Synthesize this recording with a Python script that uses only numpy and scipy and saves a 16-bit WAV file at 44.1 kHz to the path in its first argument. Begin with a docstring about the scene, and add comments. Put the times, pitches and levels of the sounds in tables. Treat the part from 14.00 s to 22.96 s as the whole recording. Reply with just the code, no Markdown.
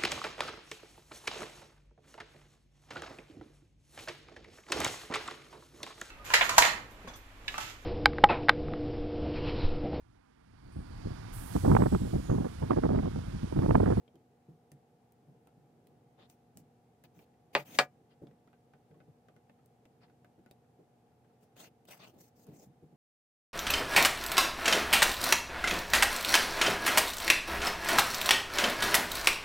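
"""Faint finger ticks and soft bumps of hands on a desk open the scene, in a small, damped room.
Fingers tap and rub on plastic and on a tube. At 3.55 s a hollow plastic base is set down: one edge
lands and bounces, the base slides, the other edge lands. Each impact cracks and excites the shell's
modes, while stick-slip friction makes the rubbing and sliding. The handling then goes on.
A faint fan and mains hum lie under everything."""
import sys
import numpy as np
from scipy import signal
from scipy.fft import rfft, irfft, next_fast_len
from scipy.io import wavfile
from scipy.ndimage import uniform_filter1d, map_coordinates

SR = 44100
rng = np.random.default_rng(int(sys.argv[2]) if len(sys.argv) > 2 else 0)


def generate_wav(sig):
    """Save sig (samples, or channels by samples) to the path in sys.argv[1] as 16-bit PCM at SR."""
    pcm = np.round(np.clip(np.atleast_2d(sig).T, -1, 1) * 32767).astype(np.int16)
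    wavfile.write(sys.argv[1], SR, pcm)


N = 395136
T = np.arange(SR // 2) / SR  # time within one event [s]

# modes of the base: (frequency [Hz], t60 [s], level struck at edge 0 [dB], level struck at edge 1 [dB])
SHELL_MODES = [(143, 0.28, -22, -31.5), (265, 0.14, -34.5, -35), (415, 0.097, -22, -34.5),
               (515, 0.1, -35, -28), (589, 0.125, -13.5, -24), (645, 0.055, -22, -26),
               (736, 0.14, -25.5, -21), (856, 0.1, -18.5, -30), (946, 0.1, -25, -28),
               (1060, 0.06, -19, -30), (1211, 0.13, -27, -26.5), (1294, 0.1, -34, -24),
               (1473, 0.11, -33, -20.5), (1688, 0.11, -54, -19.5), (1930, 0.1, -26, -23),
               (2070, 0.08, -35, -24.5), (2348, 0.11, -25, -23), (2520, 0.08, -17.5, -34),
               (2780, 0.055, -20, -28), (3137, 0.08, -24, -28.5), (3530, 0.07, -20.5, -30),
               (4220, 0.07, -27, -32.5), (4650, 0.07, -37, -30), (4850, 0.06, -48, -31),
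               (6840, 0.066, -46, -35)]
# spectrum of the desk's low boom: (frequency [Hz], level [dB])
DESK_SPECTRUM = [(40, -28), (90, -11), (150, 4.5), (210, -6), (320, -10), (600, -53)]
# spectrum of the hollow part of a bump: (frequency [Hz], level [dB])
HOLLOW_SPECTRUM = [(150, -28), (300, 3.5), (450, 2.5), (700, -14), (1200, -28.5), (3000, -49)]
# spectrum of low drag on the plastic: (frequency [Hz], level [dB])
DRAG_SPECTRUM = [(60, -23), (140, 4.5), (300, 1), (450, -3), (750, -7), (1100, -22), (2500, -46.5)]


def base_landings():
    """Modal excitation: each impact cracks and rings the shell; the edge struck weights the modes."""
    # (time [s], edge [0 or 1], crack gain [dB], ring gain [dB], room gain [dB], contact cut-off [Hz])
    landings = [(3.5504, 0, -8.5, -12, -15, 2814), (3.563, 0, -19, -26.5, -23, 3392),
                (3.577, 0, -34.5, -38, -38.5, 4000), (3.5981, 0, -40.5, -39, -42.5, 2500),
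                (3.7861, 1, -16, -28.5, -26.5, 3500), (3.7879, 1, -1.5, -6.5, -7, 6500),
                (3.7889, 1, -16.5, -33.5, -21.5, 9000), (3.793, 1, -17.5, -22.5, -20.5, 2200)]
    # spectrum of the impact: (frequency [Hz], level [dB])
    crack_spectrum = [(30, -39.5), (70, -25.5), (140, -8.5), (205, -19.5), (290, -12), (370, -10), (550, 2),
                      (1100, -2), (1600, 0), (2300, -0.5), (3300, -6), (4700, -4), (6000, -14),
                      (8000, -9.5), (11000, -18.5), (15500, -19)]
    out = np.zeros((2, N))
    for start, edge, crack_db, ring_db, room_db, cut_hz in landings:
        crack = impulse(lambda f: amp(along(crack_spectrum, f)) / np.sqrt(1 + (f / cut_hz) ** 4))
        ring = sum(amp(edge_db[round(edge)]) * fade(t60) * np.sin(2 * np.pi * hz * T)
                   for hz, t60, *edge_db in SHELL_MODES)
        direct = placed(amp(crack_db) * crack, left_db=1.9, lag_ms=0.045)
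        direct += placed(amp(ring_db) * ring, left_db=1.77, lag_ms=0.06)
        scatter = amp(room_db + 4.5) * room(crack) * amp([[0.7], [-0.7]])
        add(out, start, dispersed(radiated(direct, hz=270.3) + scatter, travel_s=0.002))
    return out


def radiated(x, hz):
    """Radiation efficiency: a small plate gives off little sound below hz."""
    return filtered(x, lambda f: resonance(f, hz, hz) * 1j * f / hz)


def dispersed(x, travel_s):
    """Dispersion: bending-wave speed grows as the root of frequency; travel_s holds at 1 kHz."""
    return filtered(x, lambda f: np.exp(-4j * np.pi * travel_s * np.sqrt(1000 * f)))


def shell(f, width_hz=70, plateau=0.28):
    """Modal superposition: the hand-damped shell's resonances stand out of an even plateau."""
    return plateau + np.abs(sum(resonance(f, mode[0], width_hz) for mode in SHELL_MODES))


def finger_ticks():
    """Impulsive excitation: fingertips and nails tick, and the shell crackles as the grip shifts."""
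    # (time [s], ring gain [dB], ring frequency [Hz], snap gain [dB], snap frequency [Hz])
    ticks = [(0.079, -59.5, 3200, -85, 7000), (0.156, -64.5, 3080, -59, 6000),
             (0.7175, -60, 1830, -45.5, 7600), (1.122, -77, 4000, -54, 14000),
             (1.472, -60, 1324, -53, 10800), (1.8708, -63.5, 4020, -53, 14000),
             (2.2993, -64, 2770, -48, 6950), (2.5725, -58, 2930, -39.5, 9900),
             (3.0388, -58, 1730, -48.5, 10800), (3.1913, -56, 2345, -67, 7000),
             (4.2704, -58, 3480, -67, 4000), (4.5303, -59.5, 1550, -71, 13000),
             (4.7361, -55.5, 1504, -69, 4000), (5.003, -57.5, 1500, -74.5, 13000),
             (5.285, -55, 1516, -61.5, 6000), (5.3641, -59.5, 1470, -62, 9000),
             (5.4964, -57, 1800, -75.5, 4000), (5.6597, -80, 3010, -52, 12000),
             (5.8542, -59, 2664, -58, 5880), (6.2463, -57, 1525, -61, 12000),
             (6.4614, -56.5, 1475, -60.5, 9030), (6.5119, -54.5, 3770, -47, 9500),
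             (7.566, -57.5, 2500, -52, 9000), (7.672, -59, 2840, -61, 9000),
             (7.8531, -63, 2990, -51, 11950), (7.886, -53, 1460, -70, 4960), (8.468, -63, 1490, -53, 8920)]
    out = np.zeros((2, N))
    for start, *blow in ticks:
        add(out, start, touch(*blow))
    for start in rng.uniform(3.2, 8.1, size=22):  # faint crackle
        ring_db = -67.5 + 3.5 * rng.standard_normal()
        ring_hz = 1554 * 2 ** (0.3 * rng.standard_normal())
        add(out, start, touch(ring_db, ring_hz, snap_db=ring_db - 12, snap_hz=6000))
    return out


def touch(ring_db, ring_hz, snap_db, snap_hz, ring_cycles=101, dull_hz=4800):
    """Free decay: a light touch snaps, and the spot, the nearby modes and the hollow body ring down."""
    def nearby_modes(f):
        return shell(f) * resonance(f, ring_hz, 0.86 * ring_hz) / (1 + (f / dull_hz) ** 4)

    ring_decay, snap_decay = fade(ring_cycles / ring_hz), fade(0.028)
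    click = amp(-1) * fade(0.0032)
    ping = np.sin(2 * np.pi * ring_hz * T) * ring_decay
    ring = noise(nearby_modes, len(T)) * (ring_decay + click)
    body = noise(lambda f: shell(f) * colour(DRAG_SPECTRUM)(f), len(T)) * fade(0.086)
    snap = noise(lambda f: resonance(f, snap_hz, snap_hz), len(T)) * (snap_decay + click) * snap_decay
    tick = amp(ring_db) * (amp(-9) * (ping + ring) + amp(-1.5) * body) + amp(snap_db - 10) * snap
    return tick + amp(-8) * room(tick)


def rubbing():
    """Stick-slip friction of skin and the sliding base: low drag, scrape if pressed, hiss if light."""
    # (time [s], length [s], crest [share of length], drag gain [dB], scrape gain [dB], hiss gain [dB])
    strokes = [(2.17, .11, 0.38, -61, -63.5, -108), (2.283, 0.084, 0.27, -79, -81, -73),
               (2.564, 0.07, 0.18, -68, -79, -69), (3.033, 0.043, 0.26, -57, -63, -71),
               (3.139, 0.13, 0.68, -64.5, -73, -74.5), (3.529, 0.12, 0.58, -51, -54, -58.5),
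               (3.645, 0.22, 0.55, -50.5, -53.5, -54.5), (4.089, 0.07, 0.41, -72, -71, -105),
               (4.208, 0.16, 0.41, -59.5, -88, -100), (6.003, 0.075, 0.37, -67, -65, -102),
               (7.399, 0.079, 0.39, -66, -81, -74), (7.557, 0.14, 0.39, -56.5, -56, -58),
               (7.87, 0.13, 0.31, -69, -55, -59.5), (7.989, .095, 0.51, -55.5, -51, -66),
               (8.059, 0.073, 0.35, -54, -66.5, -66.5), (8.12, 0.1, 0.27, -54, -76, -80),
               (8.178, .13, 0.25, -63.5, -76, -65.5), (8.353, .11, 0.78, -60.5, -76, -67),
               (8.452, 0.14, 0.18, -54.5, -73.5, -75.5), (8.528, .16, 0.63, -57, -77, -66)]
    # spectrum of firm rubbing: (frequency [Hz], level [dB])
    scrape_spectrum = [(250, -20.5), (450, -6), (700, 4.5), (1100, -2.5), (1700, -1), (2800, 0), (4700, -4),
                       (5600, -16), (10000, -29)]
    # spectrum of light rubbing: (frequency [Hz], level [dB])
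    hiss_spectrum = [(3000, -22), (5200, 1), (7500, 0), (10500, -5.5), (12500, -2), (14500, 5), (15800, 4)]
    envelopes = np.zeros((3, N))
    for start, length, crest, *layers_db in strokes:
        add(envelopes, start, amp(layers_db)[:, None] * pressure(length, crest))
    grip = unit(amp(1.0 * wobble(700) + 2.16 * wobble(90)))  # fine grains and slower catches
    drag = amp(-1.5) * envelopes[0] * noise(colour(DRAG_SPECTRUM))
    scrape = noise(lambda f: shell(f, width_hz=80, plateau=0.82) * colour(scrape_spectrum)(f))
    scrape = amp(1.5) * envelopes[1] * patchy(scrape, depth_db=3.5)
    squeak = lambda f: 1 + amp(-3.5) * resonance(f, hz=6300, width_hz=280)
    hiss = noise(lambda f: colour(hiss_spectrum)(f) * squeak(f))
    hiss = amp(6) * envelopes[2] * patchy(hiss, depth_db=4)
    return grip * (drag + placed(scrape + hiss, left_db=2, lag_ms=0.031))


def pressure(length, crest, attack_s=0.0112, release_s=0.025, rise_db=11, fall_db=13.5):
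    """Contact pressure: a stroke takes hold, presses up to a crest, eases and lets go."""
    contact = np.clip(T / attack_s, 0, 1) * np.clip((length - T) / release_s, 0, 1)
    return contact * amp(np.interp(T / length, [0, crest, 1], [-rise_db, 0, -fall_db]))


def patchy(x, depth_db):
    """Spectral modulation: a moving contact favours now one band, now another."""
    spectra = signal.stft(x, nperseg=256)[2]
    field = uniform_filter1d(rng.standard_normal(spectra.shape[1:]), size=5, axis=0)  # across bands
    field = uniform_filter1d(field, size=18, axis=1)  # across time
    return unit(signal.istft(spectra * amp(depth_db * unit(field)), nperseg=256)[1][:, :N])


def desk_bumps(rise_s=0.0057, boom_t60=0.26, hollow_t60=0.15):
    """Compliant contact: hands and tube push slowly, so they excite only the desk's low resonances."""
    # (time [s], gain [dB], extra gain of the hollow band [dB])
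    bumps = [(0.143, -54, 2.5), (0.484, -43.5, -7.5), (0.717, -46, -16), (1.275, -51.5, -27),
             (1.568, -52, -12), (2.554, -45.5, -22), (3.161, -53, -33), (4.216, -43.5, 3), (4.905, -51, -4),
             (5.079, -49.5, -10), (6.376, -54.5, 2), (6.789, -57.5, 7), (8.485, -42.5, -6.5),
             (8.66, -47.5, -26), (8.822, -46, -4.5), (8.92, -51, -5)]
    out = np.zeros((2, N))
    swell = 1 - np.exp(-T / rise_s)
    for start, db, hollow_db in bumps:
        boom = unit(noise(colour(DESK_SPECTRUM), len(T)) * swell * fade(boom_t60))
        hollow = unit(noise(colour(HOLLOW_SPECTRUM), len(T)) * swell * fade(hollow_t60))
        add(out, start, amp(db - 21) * boom + amp(db + hollow_db - 22.5) * hollow)
    return out


def room(x, build_s=0.00067):
    """Reverberation: nearby bottles and walls scatter the sound into a short, diffuse tail."""
    # reverberation time: (frequency [Hz], t60 [s])
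    decay_times = [(100, 0.14), (400, .13), (1500, 0.1), (4000, 0.084), (12000, .095)]
    hz, t, spectra = signal.stft(noise(np.ones_like, len(T)), SR, nperseg=256)
    decay = amp(-60 * t / along(decay_times, hz)[:, None])
    tail = signal.istft(spectra * decay, SR, nperseg=256)[1][:, :len(T)]
    tail *= 1 - np.exp(-T / build_s)
    return signal.fftconvolve(np.atleast_2d(x), tail / np.linalg.norm(tail[0]), axes=1)[:, :len(T)]


def fan():
    """Flow noise: a fan's broadband rush of air, with resonances of its duct."""
    # spectrum of the air: (frequency [Hz], level [dB])
    air_spectrum = [(25, -37), (45, -26), (65, -12), (130, -2), (220, -7), (380, -10.5), (600, -13),
                    (850, -17), (1050, -22), (2000, -28), (4000, -34), (8000, -36.5), (14000, -39.5),
                    (15500, -46)]
    # duct resonances: (frequency [Hz], width [Hz], level [dB])
    duct_modes = [(135, 30, -81), (452, 60, -78), (795, 110, -78)]
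    air = amp(-69.5) * noise(colour(air_spectrum))
    duct = sum(amp(db) * noise(lambda f: resonance(f, hz, width) ** 2) for hz, width, db in duct_modes)
    return air + duct


def mains_hum():
    """Harmonic series: multiples of twice the mains frequency, each wandering slightly in phase."""
    # (frequency [Hz], level [dB])
    harmonics = [(120, -77), (240, -75), (480, -81.5), (720, -79.5)]
    t = np.arange(N) / SR
    return sum(amp(db) * np.sqrt(2) * np.sin(2 * np.pi * hz * t + 0.3 * wobble(4.9))
               for hz, db in harmonics)


def hand_stir(swing_db=4.5):
    """Structure-borne sound: hands stirring on the desk keep up a faint, uneven rumble."""
    motion = unit(amp(swing_db * wobble(6.2)))
    return motion * (amp(-76) * noise(colour(DESK_SPECTRUM)) + amp(-79.5) * noise(colour(HOLLOW_SPECTRUM)))


def noise(response, size=N):
    """Spatial coherence: coloured stereo noise of rms 1, nearly mono in the bass."""
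    # (frequency [Hz], left-right correlation [ratio])
    coherence = [(60, .93), (400, .93), (900, 0.25), (2000, 0.18), (6000, 0.053)]

    def mid_side(f):
        angle = np.arccos(along(coherence, f)) / 2
        return response(f) * np.array([np.cos(angle), np.sin(angle)])

    mid, side = filtered(rng.standard_normal((2, size)), mid_side)
    return unit(np.array([mid + side, mid - side]))


def placed(x, left_db, lag_ms):
    """Level and time difference: the sound is louder by left_db and later by lag_ms on the left."""
    sides = np.array([[0.5], [-0.5]])
    return filtered(x, lambda f: amp(sides * left_db) * np.exp(-2j * np.pi * f * sides * lag_ms / 1000))


def impulse(response):
    """Minimum phase: the sharpest causal click with this spectrum, peak 1."""
    cepstrum = irfft(np.log(response(np.fft.rfftfreq(len(T), 1 / SR)) + 1e-6))
    cepstrum[1:len(T) // 2] *= 2
    cepstrum[len(T) // 2 + 1:] = 0
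    click = irfft(np.exp(rfft(cepstrum)))
    return click / np.abs(click).max()


def resonance(f, hz, width_hz):
    """Response of a damped oscillator."""
    return 1j * f * width_hz / (hz * hz - f * f + 1j * f * width_hz)


def filtered(x, response):
    """Linear filtering: the spectrum of x times a frequency response."""
    n = x.shape[-1]
    padded = next_fast_len(n + 8192)
    return irfft(rfft(x, padded) * response(np.fft.rfftfreq(padded, 1 / SR)), padded)[..., :n]


def colour(points):
    """Frequency response through (frequency [Hz], level [dB]) points."""
    return lambda f: amp(along(points, f))


def along(points, hz):
    """Interpolation of (frequency [Hz], value) points on a log axis."""
    freqs, values = np.transpose(points)
    return np.interp(np.log(hz + 1), np.log(freqs + 1), values)


def wobble(rate):
    """Random modulation: a smooth curve with rate knots a second."""
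    return map_coordinates(rng.standard_normal(int(N * rate / SR) + 4), [np.arange(N) * rate / SR])


def fade(t60):
    """Exponential decay, 60 dB in t60 seconds."""
    return np.exp(-np.log(1000) * T / t60)


def amp(db):
    """Decibels to gain."""
    return 10 ** (np.asarray(db) / 20)


def unit(x):
    """Normalisation to rms 1."""
    return x / np.sqrt(np.mean(x ** 2) + 1e-20)


def add(track, start, sound):
    """Superposition of a sound on a track at start [s]."""
    part = track[:, round(start * SR):][:, :sound.shape[-1]]
    part += sound[..., :part.shape[1]]


def scene():
    """Superposition of all sources on and around the desk."""
    return base_landings() + finger_ticks() + desk_bumps() + rubbing() + fan() + mains_hum() + hand_stir()


def record(dry, top_hz=15900):
    """Band limiting: a steep low-pass removes the sound above top_hz."""
    return filtered(dry, lambda f: 1 / (1 + (f / top_hz) ** 120))


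dry = scene()
out = record(dry)
generate_wav(out)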